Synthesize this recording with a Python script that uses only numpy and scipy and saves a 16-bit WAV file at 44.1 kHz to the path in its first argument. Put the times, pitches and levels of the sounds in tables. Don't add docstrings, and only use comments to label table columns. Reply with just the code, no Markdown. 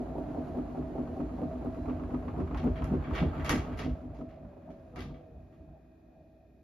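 import sys
import numpy as np
from scipy import signal
from scipy.fft import rfft, irfft, next_fast_len
from scipy.io import wavfile
from scipy.ndimage import uniform_filter1d

SR = 44100
rng = np.random.default_rng(int(sys.argv[2]) if len(sys.argv) > 2 else 0)


def transcribe(signal):
    frames = np.atleast_2d(signal).T
    limited = np.clip(frames, -1, 1)
    pcm = np.round(limited * 32767).astype(np.int16)
    wavfile.write(sys.argv[1], SR, pcm)


N = 292383
TIME = np.arange(N) / SR
FIRST_TURN_S, TURNS_PER_S, BRAKING_TURNS_PER_S2 = 0.011, 5.342, 0.6206
SHELL_FOLLOWS = 0.68
EDGE_CENTRE_HZ = 4500

# (share of a turn, frame/dB, panels/dB, shell/dB)
THUMPS = [(0.0, -30, -28, -38.5), (0.53, -36.5, -34.5, -49)]
# (t/s, tub/dB, frame/dB, panels/dB, shell/dB)
TUMBLES = [(3.91, -34, -47, -54, -64), (4.11, -40, -51, -62, -62), (4.46, -48, -46, -63, -57),
           (4.7, -64, -48.5, -46, -53.5), (4.985, -43, -52, -49, -41.5), (5.008, -40, -52, -40.5, -51),
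           (5.068, -45.5, -44, -59, -56), (5.119, -44, -45, -45, -53), (5.371, -49.5, -59, -71, -72),
           (5.426, -48, -59, -57, -73), (5.62, -50.5, -55, -54, -71), (5.7, -49.5, -52, -74, -64)]
# (t/s, level/dB, edge/dB, edge centre/Hz, chatter/s, ringing/dB)
KNOCKS = [(2.573, -49, -5.5, 3700, 0.0038, -7), (2.756, -49.5, -9.5, 2920, 0.014, -8),
          (2.843, -49.5, -10, 6130, 0.00065, -8), (3.038, -49, -19, 3400, 0.018, -7),
          (3.132, -43.5, -18, 4930, 0.016, -7), (3.151, -40, -8, 3400, 0.0087, 0),
          (3.18, -41, -5, 2900, 0.0016, -6), (3.35, -55.5, -15, 3600, 0.018, -11),
          (3.398, -48, -22, 3000, 0.005, -7), (3.446, -41.5, -8, 5100, 0.004, -3),
          (3.464, -44, -9, 4500, 0.00086, 0), (3.494, -28.5, -6.5, 5770, 0.0018, -7),
          (3.513, -40.5, -29, 4500, 0.0024, -1), (3.585, -53.5, -27, 3000, 0.004, 0.5),
          (3.719, -52.5, -18, 3800, 0.01, -10), (3.773, -49, -8.5, 4930, 0.011, -8),
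          (3.79, -42.5, -7, 4600, 0.0052, -9), (3.812, -48.5, -17, 3400, 0.0023, -7),
          (4.143, -69, -5, 4920, 0.014, 0), (4.181, -72, -4, 4500, 0.0074, -9),
          (4.29, -65, -12.5, 4470, 0.016, -8), (4.704, -67, -7, 4500, 0.0027, -5),
          (4.959, -48.5, -11, 4600, 0.003, -5), (4.988, -51, -7, 4500, 0.0035, -5),
          (5.006, -54, 4, 3500, 0.001, -1), (5.142, -64, -10, 3500, 0.0048, -4),
          (5.524, -70.5, -17, 4000, 0.0033, -8)]
# (f/Hz, width/Hz, level/dB)
TUB_MODES = [(59, 12, 7.5), (77.77, 1.4, 9.5), (88.2, 35, -0.5)]
FRAME_MODES = [(149.1, 7.7, 7.5), (175.7, 5, 3.5), (209.8, 12, -5.5)]
PANEL_MODES = [(251.1, 22, 3.5), (295.1, 15, 0), (322.3, 95, -10.5), (368.8, 11, -12)]
WHIRR_MODES = [(507, 13, -18), (600, 28, -2.5), (643, 14, 11), (695.5, 19, -1)]
# (f/Hz, level/dB, t60/s)
STEEL_MODES = [(605, -9, 0.6), (711, -9, 0.7), (815, -8, 0.5), (1168, -12, 0.5), (1275, -7, 0.35),
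               (1599, -8, 0.22), (1860, -10, 0.3), (2010, -4, 0.23), (2270, -3.5, 0.24), (2765, -4.5, 0.25),
               (3260, -8.5, 0.2), (4400, -19, 0.25), (5512, -21, 0.25), (5980, -22, 0.22)]


def gain_of(db):
    return 10 ** (np.asarray(db) / 20)


def unit_rms(x):
    return x / np.sqrt(np.mean(x ** 2) + 1e-20)


def curve_at(points, hz):
    f, value = np.transpose(points)
    return np.interp(np.log(hz + 1), np.log(f + 1), value)


def add(mix, s, sound):
    start = round(s * SR)
    sound = sound[max(-start, 0):]
    part = mix[max(start, 0):][:len(sound)]
    part += sound[:len(part)]


def coloured(x, spectrum):
    size = next_fast_len(len(x) + 2048)
    response = gain_of(curve_at(spectrum, np.fft.rfftfreq(size, 1 / SR)))
    return irfft(rfft(x, size) * response, size)[:len(x)]


def envelope(x, seconds):
    size = max(int(seconds * SR), 2)
    return np.sqrt(abs(uniform_filter1d(uniform_filter1d(x ** 2, size), size)) + 1e-20)


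def flutter(per_second):
    knots = rng.standard_normal(4096)
    return np.interp(TIME * per_second, np.arange(len(knots)), knots)


def sine(hz, t):
    return np.sin(2 * np.pi * (hz * t + rng.random()))


def resonate(force, hz, width):
    return signal.lfilter(*signal.iirpeak(hz, hz / width, fs=SR), force)


def ring(size, modes, skirt_db):
    force = rng.standard_normal(size)
    motion = sum(gain_of(db) * resonate(force, hz, width) for hz, width, db in modes)
    low, high = modes[0][0], modes[-1][0]
    return coloured(motion, [(low / 2, skirt_db), (low * .85, 0), (high * 1.125, 0), (high * 2, skirt_db)])


def drone(modes, skirt_db, steady):
    motion = ring(N, modes, skirt_db)
    return unit_rms(motion / envelope(motion, 0.08) ** steady)


def shudder(modes, rise, fall, skirt_db, pitched):
    t = np.arange(-SR // 4, SR // 4) / SR
    flank_s = np.where(t < 0, rise, fall)
    swell = np.exp(1 / 2 - np.sqrt((t / flank_s) ** 2 + 1 / 4))
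    clean = sum(gain_of(db) * sine(hz, t) for hz, _, db in modes)
    motion = pitched * unit_rms(clean) + (1 - pitched) * unit_rms(ring(len(t), modes, skirt_db))
    grain = motion / envelope(motion, 3 / modes[0][0])
    return swell * grain * signal.windows.tukey(len(t), .2)


def in_room(contact, direct):
    # (f/Hz, t60/s)
    decay = [(300, 0.43), (1300, 0.27), (3500, 0.35), (7000, 0.31), (13000, 0.21)]
    hz, t, spectra = signal.stft(rng.standard_normal(len(contact)), SR, nperseg=256)
    dying = gain_of(-60 * t / curve_at(decay, hz)[:, None])
    tail = signal.istft(spectra * dying, SR, nperseg=256)[1][:len(contact)]
    contact = contact / np.linalg.norm(contact)
    tail = tail * np.cumsum(contact ** 2)
    return direct * contact + tail / np.linalg.norm(tail)


def sheet_metal(x, depth_db):
    size = next_fast_len(len(x) + 4096)
    hz = np.fft.rfftfreq(size, 1 / SR)
    knots = np.geomspace(800, 16000, 130)
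    ripple_db = depth_db * (-1) ** np.arange(len(knots)) * rng.uniform(0, 2.0, len(knots))
    log_gain = np.log(gain_of(np.interp(hz, knots, ripple_db, left=0)))
    mirrored = np.r_[log_gain, log_gain[(size - 1) // 2:0:-1]]
    phase = -signal.hilbert(mirrored).imag[:len(hz)]
    return irfft(rfft(x, size) * unit_rms(np.exp(log_gain)) * np.exp(1j * phase), size)[:len(x)]


def running_at(s):
    # (t/s, shaking force of the load/dB, swing of the tub/dB, rolling hiss/dB)
    run_down = [(0, 3.5, -28, -62.5), (0.6, 3, -19.5, -62.5), (1.25, 3, -18.5, -63.5),
                (2.15, 2, -10, -63.5), (2.4, 1, -4.5, -61.5), (2.67, 2.5, -3, -62.5),
                (2.94, 1, -1.5, -58.5), (3.24, 0, 0.5, -56), (3.55, 1.5, -3, -51),
                (3.87, -0.5, -4.5, -62.5), (4.22, -8.5, -5, -75), (4.6, -11, -28, -72.5),
                (5.06, -8, -22, -75.5), (5.35, -11.5, -13, -80.5), (5.9, -16.5, -23, -82),
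                (6.63, -17.5, -29, -91.5)]
    times, *columns = np.transpose(run_down)
    return [np.interp(s, times, column) for column in columns]


def each_turn(pattern, clinging_turns=18):
    for turn in range(clinging_turns):
        for share, *levels in pattern:
            speed = np.sqrt(TURNS_PER_S ** 2 - 2 * BRAKING_TURNS_PER_S2 * (turn + share))
            s = FIRST_TURN_S + (TURNS_PER_S - speed) / BRAKING_TURNS_PER_S2
            force, swing, _ = running_at(s)
            yield s, force, swing, *levels


def shaking_db(throb_db=1):
    force, _, _ = running_at(TIME)
    t = TIME - FIRST_TURN_S
    turns = TURNS_PER_S * t - BRAKING_TURNS_PER_S2 * t ** 2 / 2
    return force + throb_db * np.cos(2 * np.pi * turns)


def room_tone(level_db=-68):
    # (f/Hz, level/dB)
    spectrum = [(30, 2), (100, 19.5), (190, 31.5), (400, 6), (900, -16), (2000, -2), (3200, -11),
                (4200, -5), (7000, -13.5), (11000, -20), (13000, -8.5), (16000, -28)]
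    return gain_of(level_db) * unit_rms(coloured(rng.standard_normal(N), spectrum))


def pump_hum(buzz_db=-83.5, waver_db=0.5, rough=0.63, fade_from_s=5.3, fade_db_per_s=2.0):
    # (f/Hz, level/dB)
    lines = [(325, -65.5), (646, -86.5), (1631, -88.5), (1777, -91), (2421, -86.5), (2470, -89.5),
             (2519, -87)]
    # (f/Hz, width/Hz, level/dB)
    buzz_modes = [(1590, 47, -5), (1867, 29, 4), (2560, 150, -6.5), (3470, 500, -13)]
    tones = sum(gain_of(db + waver_db * flutter(5.6)) * (1 + rough * flutter(190)) * sine(hz, TIME)
                for hz, db in lines)
    buzz = gain_of(buzz_db) * drone(buzz_modes, skirt_db=-26.5, steady=.3)
    easing = gain_of(-fade_db_per_s * np.maximum(TIME - fade_from_s, 0))
    return easing * (np.sqrt(2) * tones + buzz)


def shell_whirr(level_db=-49, waver_db=2.6):
    level = gain_of(level_db + shaking_db() + waver_db * flutter(10))
    return level * drone(WHIRR_MODES, skirt_db=-30, steady=.9)


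def whirr_swells(level_db=-1):
    # (t/s, level/dB)
    swells = [(3.7, -58), (3.92, -50), (4.2, -56), (4.36, -49), (4.55, -62), (4.7, -49.5), (4.8, -57),
              (4.87, -54.5), (5.0, -78), (5.12, -54.5), (5.35, -57.5), (5.62, -74), (5.76, -53),
              (5.88, -87), (6.17, -68.5), (6.63, -88)]
    s, db = np.transpose(swells)
    level = gain_of(level_db + np.interp(TIME, s, db, left=-140))
    return level * drone(WHIRR_MODES, skirt_db=-29, steady=0.49)


def seal_squeaks(waver=0.015, come_and_go_db=4, end_s=2.4):
    # (f/Hz, level/dB)
    tones = [(4060, -81), (4350, -86)]
    out = np.zeros(N)
    for hz, db in tones:
        pitch = hz * (1 + waver * flutter(14) + waver / 2 * flutter(300))
        grip = gain_of(db + come_and_go_db * np.minimum(flutter(11), 1.3))
        out += grip * np.sin(2 * np.pi * np.cumsum(pitch) / SR)
    return out * np.clip((end_s - TIME) / .5, 0, 1)


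def motor_whine(flicker=.25, rough=.24):
    # (t/s, f/Hz, level/dB)
    whine = [(4.1, 689.3, -72), (4.33, 633, -67), (4.439, 600, -54), (4.56, 570, -56), (4.64, 568, -63),
             (4.77, 573.6, -55), (4.86, 520, -66), (4.97, 482, -54), (5.07, 472, -61), (5.19, 504.5, -58),
             (5.269, 486, -62), (5.34, 460, -56), (5.42, 430, -80)]
    s, hz, db = np.transpose(whine)
    tone = np.exp(2j * np.pi * np.cumsum(np.interp(TIME, s, hz)) / SR)
    fading = .8 + flicker * (flutter(30) + 1j * flutter(30)) + rough * (flutter(80) + 1j * flutter(80))
    level = gain_of(np.interp(TIME, s, db, left=-140, right=-140))
    return np.sqrt(2) * level * (fading * tone).real


def rolling_hiss(level_db=-2.5, grain_db=2):
    # (f/Hz, level/dB)
    spectrum = [(100, 17.5), (450, 20.5), (800, 17.5), (1050, 13.5), (1300, 11.5), (1700, 6.5), (2500, -2),
                (3600, -10), (4600, -9.5), (5400, -30.5), (7000, -18), (11000, -33.5), (14000, -24),
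                (16000, -36)]
    _, _, hiss_db = running_at(TIME)
    grainy = rng.standard_normal(N) * gain_of(grain_db * np.minimum(flutter(160), 1))
    rolling = sheet_metal(coloured(grainy, spectrum), depth_db=2)
    treble = coloured(rolling, [(1400, -60), (1500, 0)])
    return gain_of(level_db + hiss_db) * rolling / treble.std()


def trembling(tub_db=-46, frame_db=-49, panel_db=-46):
    force, _, _ = running_at(TIME)
    shaking = shaking_db()
    return (gain_of(tub_db + 0.9 * force) * drone(TUB_MODES, skirt_db=-10.5, steady=0.98)
            + gain_of(frame_db + shaking) * drone(FRAME_MODES, skirt_db=-7.5, steady=0.17)
            + gain_of(panel_db + shaking) * drone(PANEL_MODES, skirt_db=-30, steady=0.94))


def shell_drone(level_db=-50, fade_db_per_s=3.5):
    # (f/Hz, width/Hz, level/dB)
    modes = [(561.5, 5.9, 1.5), (665.5, 20, 5.5), (705, 16, -1.5), (771, 21, -5.5), (821, 9.6, -10.5),
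             (921, 21, -14)]
    force, _, _ = running_at(TIME)
    return gain_of(level_db + force - fade_db_per_s * TIME) * drone(modes, skirt_db=-21.5, steady=0.41)


def rattle(shaken_db=-16, per_second=50, spread_db=2.5, loose_parts=8):
    _, swinging, hiss_db = running_at(TIME)
    strength = gain_of(hiss_db + 0.17 * swinging)
    for s, force, swing, _, _, shell in each_turn(THUMPS):
        jolt = np.exp(-((TIME - s + 0.0043) / 0.0079) ** 2)
        strength += gain_of(shaken_db + shell + force + SHELL_FOLLOWS * swing) * jolt
    ticks = (rng.random(N) < per_second / SR) * gain_of(spread_db * np.minimum(rng.exponential(1, N), 2))
    part = rng.integers(0, loose_parts, N)
    sound, t = np.zeros(N), np.arange(SR // 5) / SR
    for k in range(loose_parts):
        tick = in_room(rng.standard_normal(len(t)) * np.exp(-t / 0.0019), direct=1)
        sound += signal.oaconvolve(ticks * (part == k), tick)[:N]
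    sound = coloured(sound, [(300, -18), (800, -2), (1250, 10.5), (1700, -11.5), (2800, -9),
                             (4300, -29.5), (7000, -40.5), (14000, -48.5)])
    return unit_rms(sound) * strength


def laundry_slaps(level_db=1, scatter_db=2.5, fade_s=0.014):
    # (share of a turn, level/dB)
    pattern = [(0.42, -46), (0.76, -41), (0.9, -35.5)]
    spectrum = [(150, -12.5), (300, 11), (700, -0.5), (1200, -22.5), (1700, -42), (4000, -47.5), (9000, -52)]
    out, t = np.zeros(N), np.arange(SR // 12) / SR
    shape = np.exp(-t / fade_s) * (1 - np.exp(-t / 0.0003))
    for s, force, _, db in each_turn(pattern):
        noise = coloured(rng.standard_normal(len(t)), spectrum)
        smack = shape * noise / envelope(noise, 0.014)
        add(out, s, gain_of(db + level_db + force + scatter_db * rng.standard_normal()) * smack)
    return out


def shell_knocks():
    # (share of a turn, level/dB)
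    pattern = [(0.81, -46)]
    # (f/Hz, width/Hz, level/dB)
    modes = [(704, 26, -5), (768, 25, 3), (880, 51, -6.5)]
    out = np.zeros(N)
    for s, force, _, db in each_turn(pattern):
        note = shudder(modes, rise=0.0088, fall=0.008, skirt_db=-29.5, pitched=.5)
        add(out, s - 1 / 4, gain_of(db + force) * note)
    return out


def cabinet_hollow(level_db=-13, follows_swing=0.2):
    # (f/Hz, width/Hz, level/dB)
    modes = [(362, 19, 0), (372.5, 21, -0.5), (438, 39, 4.5), (463, 11, -1.5)]
    out = np.zeros(N)
    for s, force, swing, _, panels, _ in each_turn(THUMPS):
        answer = shudder(modes, rise=0.013, fall=0.014, skirt_db=-35, pitched=0.29)
        add(out, s - 1 / 4, gain_of(level_db + panels + force + follows_swing * swing) * answer)
    return out


def tub_booms():
    # (share of a turn, level/dB)
    pattern = [(0.17, -28.5), (0.65, -30.5), (0.95, -33.5)]
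    out = np.zeros(N)
    turning = [(s, db + force + swing) for s, force, swing, db in each_turn(pattern)]
    for s, db, *_ in [*turning, *TUMBLES]:
        boom = shudder(TUB_MODES, rise=0.024, fall=0.024, skirt_db=-38.5, pitched=0.24)
        add(out, s - 1 / 4, gain_of(db) * boom)
    return out


def load_thumps(shell_db=-2, frame_follows=1.33, panels_follow=0.28):
    # (f/Hz, width/Hz, level/dB)
    shell_modes = [(450, 19, -4.5), (530, 25, 10.5), (633, 22, 3), (727, 33, 10.5), (760, 230, 2.5),
                   (910, 41, 5.5), (1170, 70, -5.5)]
    out = np.zeros(N)
    turning = [(s, frame + force + frame_follows * swing, panels + force + panels_follow * swing,
                shell + force + SHELL_FOLLOWS * swing)
               for s, force, swing, frame, panels, shell in each_turn(THUMPS)]
    tumbling = [(s, *levels) for s, _, *levels in TUMBLES]
    for s, frame, panels, shell in turning + tumbling:
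        frame_shake = shudder(FRAME_MODES, rise=0.033, fall=0.038, skirt_db=-31, pitched=0.42)
        panel_shake = shudder(PANEL_MODES, rise=0.017, fall=0.028, skirt_db=-26, pitched=0.8)
        shell_shake = shudder(shell_modes, rise=0.016, fall=0.0043, skirt_db=-23, pitched=0.06)
        start = s - 1 / 4
        add(out, start - 0.00532, gain_of(frame) * frame_shake)
        add(out, start - 0.003153, gain_of(shell + shell_db) * shell_shake)
        add(out, start, gain_of(panels) * panel_shake)
    return out


def tub_clacks(contact_db=-3, chatter_s=.004):
    # (t/s, level/dB)
    contacts = [(0.344, -53), (0.472, -55), (0.771, -49.5), (0.824, -53), (0.98, -50), (1.074, -47.5),
                (1.203, -47), (1.291, -49), (1.387, -54.5), (1.432, -44.5), (1.512, -51), (1.622, -51.5),
                (1.659, -46), (1.746, -46), (1.858, -48.5), (1.883, -45), (1.896, -42), (1.997, -43),
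                (2.037, -46), (2.107, -47.5), (2.145, -40), (2.226, -47.5), (2.282, -39.5), (2.362, -46.5),
                (2.402, -41), (2.473, -44.5), (2.511, -41), (2.546, -36), (2.631, -45.5), (2.673, -41),
                (2.821, -36.5), (2.848, -42), (2.902, -45.5), (2.949, -43), (3.024, -43.5), (3.109, -37.5),
                (3.332, -43.5), (3.67, -50), (4.211, -51.5)]
    # (f/Hz, level/dB)
    spectrum = [(300, -5.5), (600, -2.5), (800, 2.5), (980, 3.5), (1250, -1), (1700, -11), (2500, -12.5),
                (3500, -26.5), (7000, -40), (14000, -53)]
    # (f/Hz, level/dB, t60/s)
    front_modes = [(1094, -7, 0.1), (1260, -3.5, 0.081), (1354, -10.5, 0.075)]
    out, t = np.zeros(N), np.arange(SR // 3) / SR
    lead = SR // 200
    for s, db in contacts:
        contact = in_room(rng.standard_normal(len(t)) * np.exp(-t / chatter_s), direct=0.98)
        clack = coloured(np.pad(contact, (lead, 0)), spectrum)
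        add(out, s - lead / SR, gain_of(db + contact_db) * clack / clack[lead:2 * lead].std())
        panel = sum(gain_of(mode_db + 3 * rng.standard_normal() - 60 * t / t60)
                    * sine(hz * rng.uniform(.96, 1.04), t) for hz, mode_db, t60 in front_modes)
        add(out, s, gain_of(db) * panel * (1 - np.exp(-t / 0.0014)))
    return out


def damper_bumps():
    # (t/s, level/dB, f/Hz)
    bumps = [(2.398, -29, 249), (2.662, -23.5, 238.5), (2.919, -29.5, 202.7), (3.222, -23, 175.6),
             (3.875, -37, 286)]
    out = np.zeros(N)
    for s, db, hz in bumps:
        bump = shudder([(hz, 30, 0)], rise=0.012, fall=0.017, skirt_db=-32, pitched=0.65)
        add(out, s - 1 / 4, gain_of(db) * bump)
    return out


def side_wall_butts(peak_after_s=.012):
    # (t/s, level/dB)
    blows = [(2.395, -33.5), (2.651, -31.5), (2.931, -34.5), (3.12, -37), (3.225, -33.5), (3.525, -35.5),
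             (3.856, -41), (4.205, -49.5), (4.686, -53), (4.975, -45.5)]
    # (f/Hz, width/Hz, level/dB)
    modes = [(323, 25, 2), (384.4, 13, 5), (429, 34, -5.5), (491, 30, -7), (584, 40, -11.5)]
    out = np.zeros(N)
    for s, db in blows:
        answer = shudder(modes, rise=0.0046, fall=0.03, skirt_db=-25, pitched=0.31)
        add(out, s + peak_after_s - 1 / 4, gain_of(db) * answer)
    return out


def knock_clicks(level_db=-15.5, fade_s=0.0021, per_octave_db=12):
    spectrum = [(1500, -3), (4000, -20), (7000, -21), (10800, 2.5), (12500, -0.5), (15000, -18.5)]
    out, t = np.zeros(N), np.arange(SR // 3) / SR
    for s, db, edge_db, centre_hz, *_ in KNOCKS:
        contact = in_room(rng.standard_normal(len(t)) * np.exp(-t / fade_s), direct=0.64)
        click = coloured(contact, spectrum)
        hardness_db = per_octave_db * np.log2(centre_hz / EDGE_CENTRE_HZ)
        add(out, s, gain_of(db + edge_db + level_db + hardness_db) * click / click[:SR // 55].std())
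    return out


def clang(crack, width_hz=70, leak=.45):
    return sum(resonate(crack, hz, width_hz) for hz, _, _ in STEEL_MODES if hz > 1000) + leak * crack


def hard_knocks(direct, crisp_s=.003, scatter_db=2, rough_db=2.5):
    # (f/Hz, level/dB)
    body_spectrum = [(200, 15), (500, -1), (800, 4.5), (1150, 4.5), (1500, 2), (2200, 0), (3300, -6.5),
                     (4500, -23.5), (7000, -68.5)]
    edge_spectrum = [(1500, -1.5), (3000, -1.5), (4500, 0.5), (6300, -6.5), (8000, -13.5), (10000, -20),
                     (12500, -33), (16000, -40.5)]
    out, t = np.zeros(N), np.arange(SR * 3 // 4) / SR
    onset = slice(0, SR // 55)
    modes = np.array([gain_of(db - 60 * t / t60) * np.exp(2j * np.pi * hz * t)
                      for hz, db, t60 in STEEL_MODES])
    for s, db, edge_db, centre_hz, chatter_s, ringing_db in KNOCKS:
        chatter = np.exp(-t / chatter_s)
        crispness = np.clip(np.sqrt(crisp_s / chatter_s), 1, 2)
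        contact = in_room(rng.laplace(size=len(t)) * chatter, direct * crispness)
        clatter = gain_of(2.2 * flutter(170)[:len(t)])
        crack = sheet_metal(contact * clatter, depth_db=2.4)
        body = coloured(clang(crack), body_spectrum)
        hardness = centre_hz / EDGE_CENTRE_HZ
        edge = coloured(crack, [(hz * hardness, level) for hz, level in edge_spectrum])
        strengths = gain_of(scatter_db * rng.standard_normal(len(modes)))
        phases = np.exp(2j * np.pi * rng.random(len(modes)))
        roughness = gain_of(rough_db * flutter(90)[:len(t)])
        steel = ((strengths * phases) @ modes).real * roughness * (1 - chatter)
        blow = body / body[onset].std() + gain_of(edge_db) * edge / edge[onset].std()
        add(out, s, gain_of(db) * (blow + gain_of(ringing_db) * steel))
    return out


def machine(direct):
    still = room_tone()
    thuds = load_thumps() + cabinet_hollow() + damper_bumps() + side_wall_butts() + tub_booms()
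    contacts = laundry_slaps() + shell_knocks() + tub_clacks() + hard_knocks(direct) + knock_clicks()
    running = rattle() + rolling_hiss() + trembling() + shell_whirr() + shell_drone()
    tones = seal_squeaks() + motor_whine() + pump_hum() + whirr_swells()
    return still + thuds + contacts + running + tones


def scene():
    # (f/Hz, side against mid/dB)
    width = [(30, -33), (70, -18), (200, -20), (380, -9.5), (700, -9), (1300, -3.5), (2400, -5),
             (4400, -5.5), (8000, 5.5), (15000, -8)]
    mid, side = machine(direct=0.45), coloured(machine(direct=.4), width)
    rightward = coloured(mid, [(100, -29), (300, -37.5), (600, -19), (1200, -17.5), (1800, -30.5)])
    leftward = coloured(mid, [(1400, -55), (2000, -20.5), (5000, -12.5), (8000, -46.5)])
    side = side + leftward - rightward
    return np.array([mid + side, mid - side])


def record(dry):
    # (f/Hz, gain/dB)
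    tone = [(12, -18.5), (24, -0.5), (7300, -4.5), (7900, -24.5), (8800, -20), (9600, -0.5), (11200, -0.5),
            (12500, -4.5), (14000, -2.5), (15200, -12.5)]
    heard = np.array([coloured(channel, tone) for channel in dry])
    band_limit = signal.firwin(255, 15200, window=("kaiser", 8), fs=SR)
    return signal.oaconvolve(heard, band_limit[None], "same")


dry = scene()
out = record(dry)
transcribe(out)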